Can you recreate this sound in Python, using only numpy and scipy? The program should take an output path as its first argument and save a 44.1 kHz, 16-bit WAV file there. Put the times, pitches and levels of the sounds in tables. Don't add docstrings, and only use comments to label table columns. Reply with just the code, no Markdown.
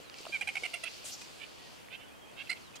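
import sys
import numpy as np
from scipy import signal
from scipy.fft import rfft, irfft
from scipy.io import wavfile
from scipy.ndimage import uniform_filter1d

SR = 44100
rng = np.random.default_rng(int(sys.argv[2]) if len(sys.argv) > 2 else 0)


def field_ratio(decibels):
    return 10 ** (np.asarray(decibels, dtype=float) / 20)


def persist_wave(psi):
    counts = np.round(np.clip(psi, -1, 1) * 32767).astype(np.int16)
    wavfile.write(sys.argv[1], SR, np.atleast_2d(counts).T)


N = 123480
SIDE = np.array([[.5], [-.5]])

# pitch_hz, level_db
SQUAWK_THROAT = [(1000, -13), (1500, -1), (1950, -3.5), (2300, 10), (2700, 11), (3500, 2), (4100, -6.5),
                 (14000, -60)]


def table(points, hz):
    p = np.array(points, float)
    return np.interp(np.log(np.maximum(hz, 1)), np.log(p[:, 0]), p[:, 1])


def unit(x):
    return x / np.sqrt(np.mean(np.abs(x) ** 2))


def walk(rate_hz, n=N):
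    k = max(int(SR / rate_hz), 1)
    noise = rng.standard_normal(n + 2 * k)
    smooth = uniform_filter1d(uniform_filter1d(noise, k), k)
    return unit(smooth[k:n + k])


def swell(n, rise, fall):
    u = np.arange(n) / n
    ramp = np.clip(np.minimum(u / rise, (1 - u) / fall), 0, 1)
    return np.sin(np.pi / 2 * ramp) ** 2


def add(out, start_s, x):
    i = int(start_s * SR)
    out[i:i + len(x)] += x[:N - i]


def pan(x, left_minus_right_db):
    return x * field_ratio(left_minus_right_db * SIDE)


def bird(calls, throat, rough, edge, flutter_hz=170, arch_hz=0, fade_db=-4.5):
    out = np.zeros(N)
    k = np.arange(1, 22)[:, None]
    for start, length, first_hz, last_hz, db in calls:
        n = int(length * SR)
        arch = arch_hz * np.sin(np.pi * np.linspace(0, 1, n) ** .5)
        hz = np.linspace(first_hz, last_hz, n) + arch
        phase = k * np.cumsum(hz) / SR + rng.random((21, 1))

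        shake = rng.standard_normal((2, 21, 4096))
        shake = uniform_filter1d(shake, int(SR / flutter_hz / 2))[:, :, :n]
        share = rough * (1 + (k * first_hz / 6000 * 2) ** 2) * np.minimum(k / 2, 1) ** 2
        share = np.clip(share, 0, 1)
        gain = np.sqrt(1 - share) + np.sqrt(share) * unit(shake[0] + 1j * shake[1])
        tone = (gain * np.exp(2j * np.pi * phase)).imag.sum(0)

        throat_gain = field_ratio(table(throat, np.fft.rfftfreq(8192, 1 / SR)))
        tone = irfft(rfft(tone, 8192) * throat_gain)[:n]
        fade = fade_db * np.linspace(-.5, .5, n)
        add(out, start, unit(tone) * swell(n, *edge) * field_ratio(db + fade))
    return out


def near_bird():
    # start_s, length_s, first_pitch_hz, last_pitch_hz, level_db
    clucks = [(.408, 0.0145, 795, 812, -32.5), (.472, 0.013, 805, 780, -31.5), (.553, 0.008, 765, 745, -33),
              (.632, 0.013, 735, 745, -34.5), (.343, .007, 800, 780, -36), (.488, .005, 800, 790, -33.5),
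              (.652, .008, 735, 715, -35), (.659, .009, 715, 700, -37.5)]
    late_clucks = [
        (.736, 0.018, 692, 678, -35),
        (.834, 0.016, 660, 674, -36.5),
    ]
    last_cluck = [
        (2.4915, 0.0165, 690, 686, -30.5),
        (2.506, 0.016, 750, 710, -36),
        (2.520, 0.017, 710, 685, -40),
    ]
    first_squeal = [(.319, .062, 670, 700, -36)]
    rasps = [(.347, 0.036, 771.4, 745, -44), (.420, 0.017, 743, 714, -38), (.483, 0.026, 798, 743, -38.5),
             (.558, 0.016, 740, 734, -43), (.566, 0.022, 761, 769, -36), (.643, 0.0275, 744, 701, -40),
             (.733, 0.017, 704, 690, -46), (.750, 0.027, 720, 708, -46), (2.505, 0.033, 715.4, 705, -43.5)]
    run_end_rasp = [(.846, 0.05, 683, 648, -42.5)]
    # pitch_hz, level_db
    cluck_throat = [(750, -10.5), (1500, -12), (2350, 7.5), (3100, -6.5), (3800, -13.5), (7000, -22),
                    (9200, -14.5), (14000, -36)]
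    late_throat = [(650, -6.5), (1400, -10), (2000, -3.5), (2750, 3.5), (4000, -13), (7500, -19.5),
                   (9300, -6), (14000, -36)]
    last_throat = [(1000, -26.5), (2080, 5), (3450, -22), (4200, -1.5), (4900, -10), (6200, -29.5),
                   (8000, -14), (14000, -36)]
    squeal_throat = [(700, -32), (1600, -11), (2300, 7), (3200, -10.5), (4000, -16), (14000, -48)]
    rasp_throat = [(750, -13.5), (1800, -18.5), (2150, 7), (3000, -4), (3700, -22), (7000, -29),
                   (9200, -20.5), (13000, -40)]

    cluck = dict(rough=.09, edge=(.35, .25))
    rasp = dict(rough=.7, edge=(.15, .3), flutter_hz=260)
    voice = bird(clucks, cluck_throat, fade_db=-3, **cluck)
    voice += bird(late_clucks, late_throat, **cluck)
    voice += bird(last_cluck, last_throat, .06, (.6, .2), fade_db=-.5)
    voice += bird(first_squeal, squeal_throat, .06, (.2, .3), arch_hz=125, fade_db=-2.5)
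    voice += bird(rasps, rasp_throat, fade_db=-7, **rasp)
    voice += bird(run_end_rasp, SQUAWK_THROAT, **rasp)
    return voice


def squawks():
    # start_s, length_s, first_pitch_hz, last_pitch_hz, level_db
    far_calls = [(1.375, .09, 528, 603, -47), (1.89, .085, 440.7, 545.6, -45),
                 (2.352, .09, 491, 552, -43.5), (2.455, 0.038, 529, 503, -52.5),
                 (2.55, .035, 536, 517, -54), (1.97, .085, 540, 530, -58) ]
    return bird(far_calls, SQUAWK_THROAT, .38, (.7, .3), arch_hz=25.16, fade_db=-6)


def hisses():
    # start_s, length_s, centre_hz, width_hz, level_db
    breaths = [(1.035, 0.093, 7940, 4540, -42.5), (1.044, 0.084, 3850, 3600, -47),
               (1.101, 0.071, 5630, 3340, -44.5), (1.122, 0.18, 6000, 5000, -54.5),
               (1.211, 0.015, 3500, 11000, -47), (.86, 0.13, 4700, 1500, -57), (2.5, .014, 8450, 4000, -47),
               (2.751, 0.028, 3500, 9300, -48.5), (2.752, .022, 6800, 900, -56),
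               (1.03, 0.15, 12000, 5000, -55.5), (2.79, 0.027, 1500, 3000, -53)]
    out = np.zeros((2, N))
    f = np.fft.rfftfreq(8192, 1 / SR)
    for start, length, hz, width_hz, db in breaths:
        n = int(length * SR)
        air = rng.standard_normal((3, 8192))
        spec = rfft(air[0] + 1.16 * air[1:])
        spec /= 1 + np.abs((f - hz) / (width_hz / 2)) ** 3
        air = unit(irfft(spec)[:, :n] * field_ratio(1.4 * walk(58, n)))
        for ch in range(2):
            ear_db = -.95 * (1 + 2 * ch) * (hz > 7000)
            add(out[ch], start, air[ch] * swell(n, .27, .45) * field_ratio(db + ear_db))
    return out


def knocks():
    # start_s, pitch_hz, t60_s (time to die by 60 dB), peak_db
    strikes = [(.001, 514, 0.0089, -34), (.0985, 4560, 0.0032, -31), (0.0985, 2780, 0.0059, -35),
               (0.1425, 4930, 0.0027, -32), (.143, 2700, .006, -33.5), (1.043, 607, 0.026, -42),
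               (.172, 7600, .005, -42), (.254, 8400, 0.0045, -41.5), (0.294, 342, 0.032, -39.5),
               (2.316, 7450, .002, -44), (0.1854, 5100, 0.0019, -28), (0.187, 2560, 0.0049, -36.5),
               (0.189, 5460, 0.00097, -33), (0.205, 415, 0.012, -34), (0.2132, 8200, .006, -39.5),
               (0.254, 2800, 0.0097, -33), (0.2534, 915, 0.0031, -25.5), (0.2665, 658, 0.026, -32.5),
               (0.268, 1250, 0.012, -34.5), (0.297, 610, 0.038, -44), (0.625, 510, 0.027, -38.5),
               (0.633, 454, 0.021, -38), (1.886, 2130, 0.0045, -35.5)]
    out, t = np.zeros(N), np.arange(2048) / SR
    for start, hz, t60, db in strikes:
        decay = np.exp(-np.log(1000) * t / t60)
        onset = 1 - np.exp(-t * hz * 4)
        add(out, start, field_ratio(db) * np.sin(2 * np.pi * hz * t) * decay * onset)
    return out


def whistles():
    # start_s, length_s, first_pitch_hz, last_pitch_hz, level_db
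    notes_sung = [(.035, .04, 4250, 4150, -60), (.07, .04, 4000, 3600, -64),
                  (.108, .055, 3450, 2400, -56.5), (.155, .05, 2450, 2200, -59),
                  (.012, .045, 7400, 7300, -65), (.28, .035, 4600, 4550, -57),
                  (1.212, .022, 2520, 2480, -55), (1.57, .14, 1900, 1890, -65),
                  (1.96, .135, 3020, 2960, -61), (2.14, .08, 3120, 3200, -66),
                  (2.21, .055, 3330, 3150, -59), (2.08, .09, 2330, 2620, -65), (2.245, .1, 2430, 2670, -62),
                  (2.735, .025, 2550, 2520, -56), (2.755, .03, 3300, 3200, -56),
                  (2.61, .095, 4700, 3450, -63), (1.97, .085, 2700, 2660, -63),
                  (2.055, .075, 3400, 3350, -66), (2.035, .035, 1520, 1450, -64),
                  (1.99, .05, 3550, 3560, -65), (2.265, .045, 3150, 3350, -63)]
    out = np.zeros(N)
    for start, length, first_hz, last_hz, db in notes_sung:
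        n = int(length * SR)
        hz = np.geomspace(first_hz, last_hz, n) * (1 + .012 * walk(88, n))
        tone = np.sin(2 * np.pi * np.cumsum(hz) / SR)
        add(out, start, field_ratio(db + 2 * walk(70, n)) * swell(n, .2, .3) * tone)
    return out


def echo(voices):
    t = np.arange(16384) / SR
    tail = rng.standard_normal((2, 16384)) * np.exp(-np.log(1000) * t / .25)
    tail *= t > .008
    tail /= np.sqrt(np.sum(tail[0] ** 2))
    return field_ratio(-15) * signal.fftconvolve(voices[None], tail, axes=1)[:, :N]


def texture(colour, flicker_db, grain_db):
    # pitch_hz, side_minus_mid_db
    bush_side = [(30, 9), (300, 6), (700, 2), (1300, 3), (4000, -4), (14000, -1)]
    f, out = np.fft.rfftfreq(N, 1 / SR), np.zeros((2, N))
    grains = field_ratio(grain_db * np.minimum(rng.exponential(size=N), 5))
    spec = rfft(rng.standard_normal((2, N)) * grains) * field_ratio(table(colour, f))
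    spec[1] *= field_ratio(table(bush_side, f))
    for octave in np.arange(4.5, 14.5, .5):
        band = np.clip(1 - 2 * np.abs(np.log2(np.maximum(f, 1)) - octave), 0, 1)
        out += irfft(spec * band, N) * field_ratio(flicker_db * walk(11))
    mid, side = out / np.sqrt(np.mean(out[0] ** 2))
    return np.array([mid + side, mid - side])


def rustle():
    # time_s, level_db
    stirring = [(0, -57.5), (.1, -65), (.2, -53), (.31, -52), (.46, -57), (.63, -51.5), (.8, -54.5),
                (.95, -51), (1.1, -54), (1.35, -56.5), (1.55, -60), (1.75, -58.5), (1.9, -66.5),
                (2.3, -70.5), (2.45, -59), (2.62, -61.5), (2.8, -69.5)]
    # pitch_hz, level_db
    grass_colour = [(1600, -17), (2500, 1), (3200, 0.5), (3750, -1), (4600, 2), (5600, -4), (7000, -6.5),
                    (15000, -24.5)]
    level_db = np.interp(np.arange(N) / SR, *np.array(stirring).T)
    return texture(grass_colour, 1.75, 3.05) * field_ratio(level_db)


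def bush():
    # pitch_hz, level_db (per Hz)
    air_colour = [(25, -20.5), (70, -7), (500, -4), (1900, -10.5), (3100, -9.5), (4000, -20), (10000, -22),
                  (15600, -29.5)]
    return texture(air_colour, .92, 1) * field_ratio(-57)


def scene():
    # time_s, left_minus_right_db
    near_pan = [(.33, -4), (.38, -7.5), (.41, -5.5), (.49, -5.5), (.56, -6), (.65, -8), (.74, -8),
                (.88, -10), (2.5, -7.5)]
    # pitch_hz, left_minus_right_db
    ports = [(700, 11.5), (1300, 4.5), (2400, -1.5), (4400, -3.5), (8000, 0.5), (15000, 16)]
    near, far = near_bird(), squawks() + whistles()
    near_pan_db = np.interp(np.arange(N) / SR, *np.array(near_pan).T)
    direct = pan(near, near_pan_db) + pan(far, -9)
    shading_db = table(ports, np.fft.rfftfreq(N, 1 / SR))
    direct = irfft(pan(rfft(direct), shading_db), N)
    direct += pan(knocks(), -2)
    direct[0] = np.roll(direct[0], 1)
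    return direct + echo(near + far) + hisses() + rustle() + bush()


def roll_off(x):
    return signal.sosfilt(signal.butter(12, 15750, fs=SR, output="sos"), x)


def record(dry):
    low_pass = signal.ellip(10, .2, 70, 15750, fs=SR, output="sos")
    mix = signal.sosfilt(low_pass, dry)
    return roll_off(mix)


dry = scene()
out = record(dry)
persist_wave(out)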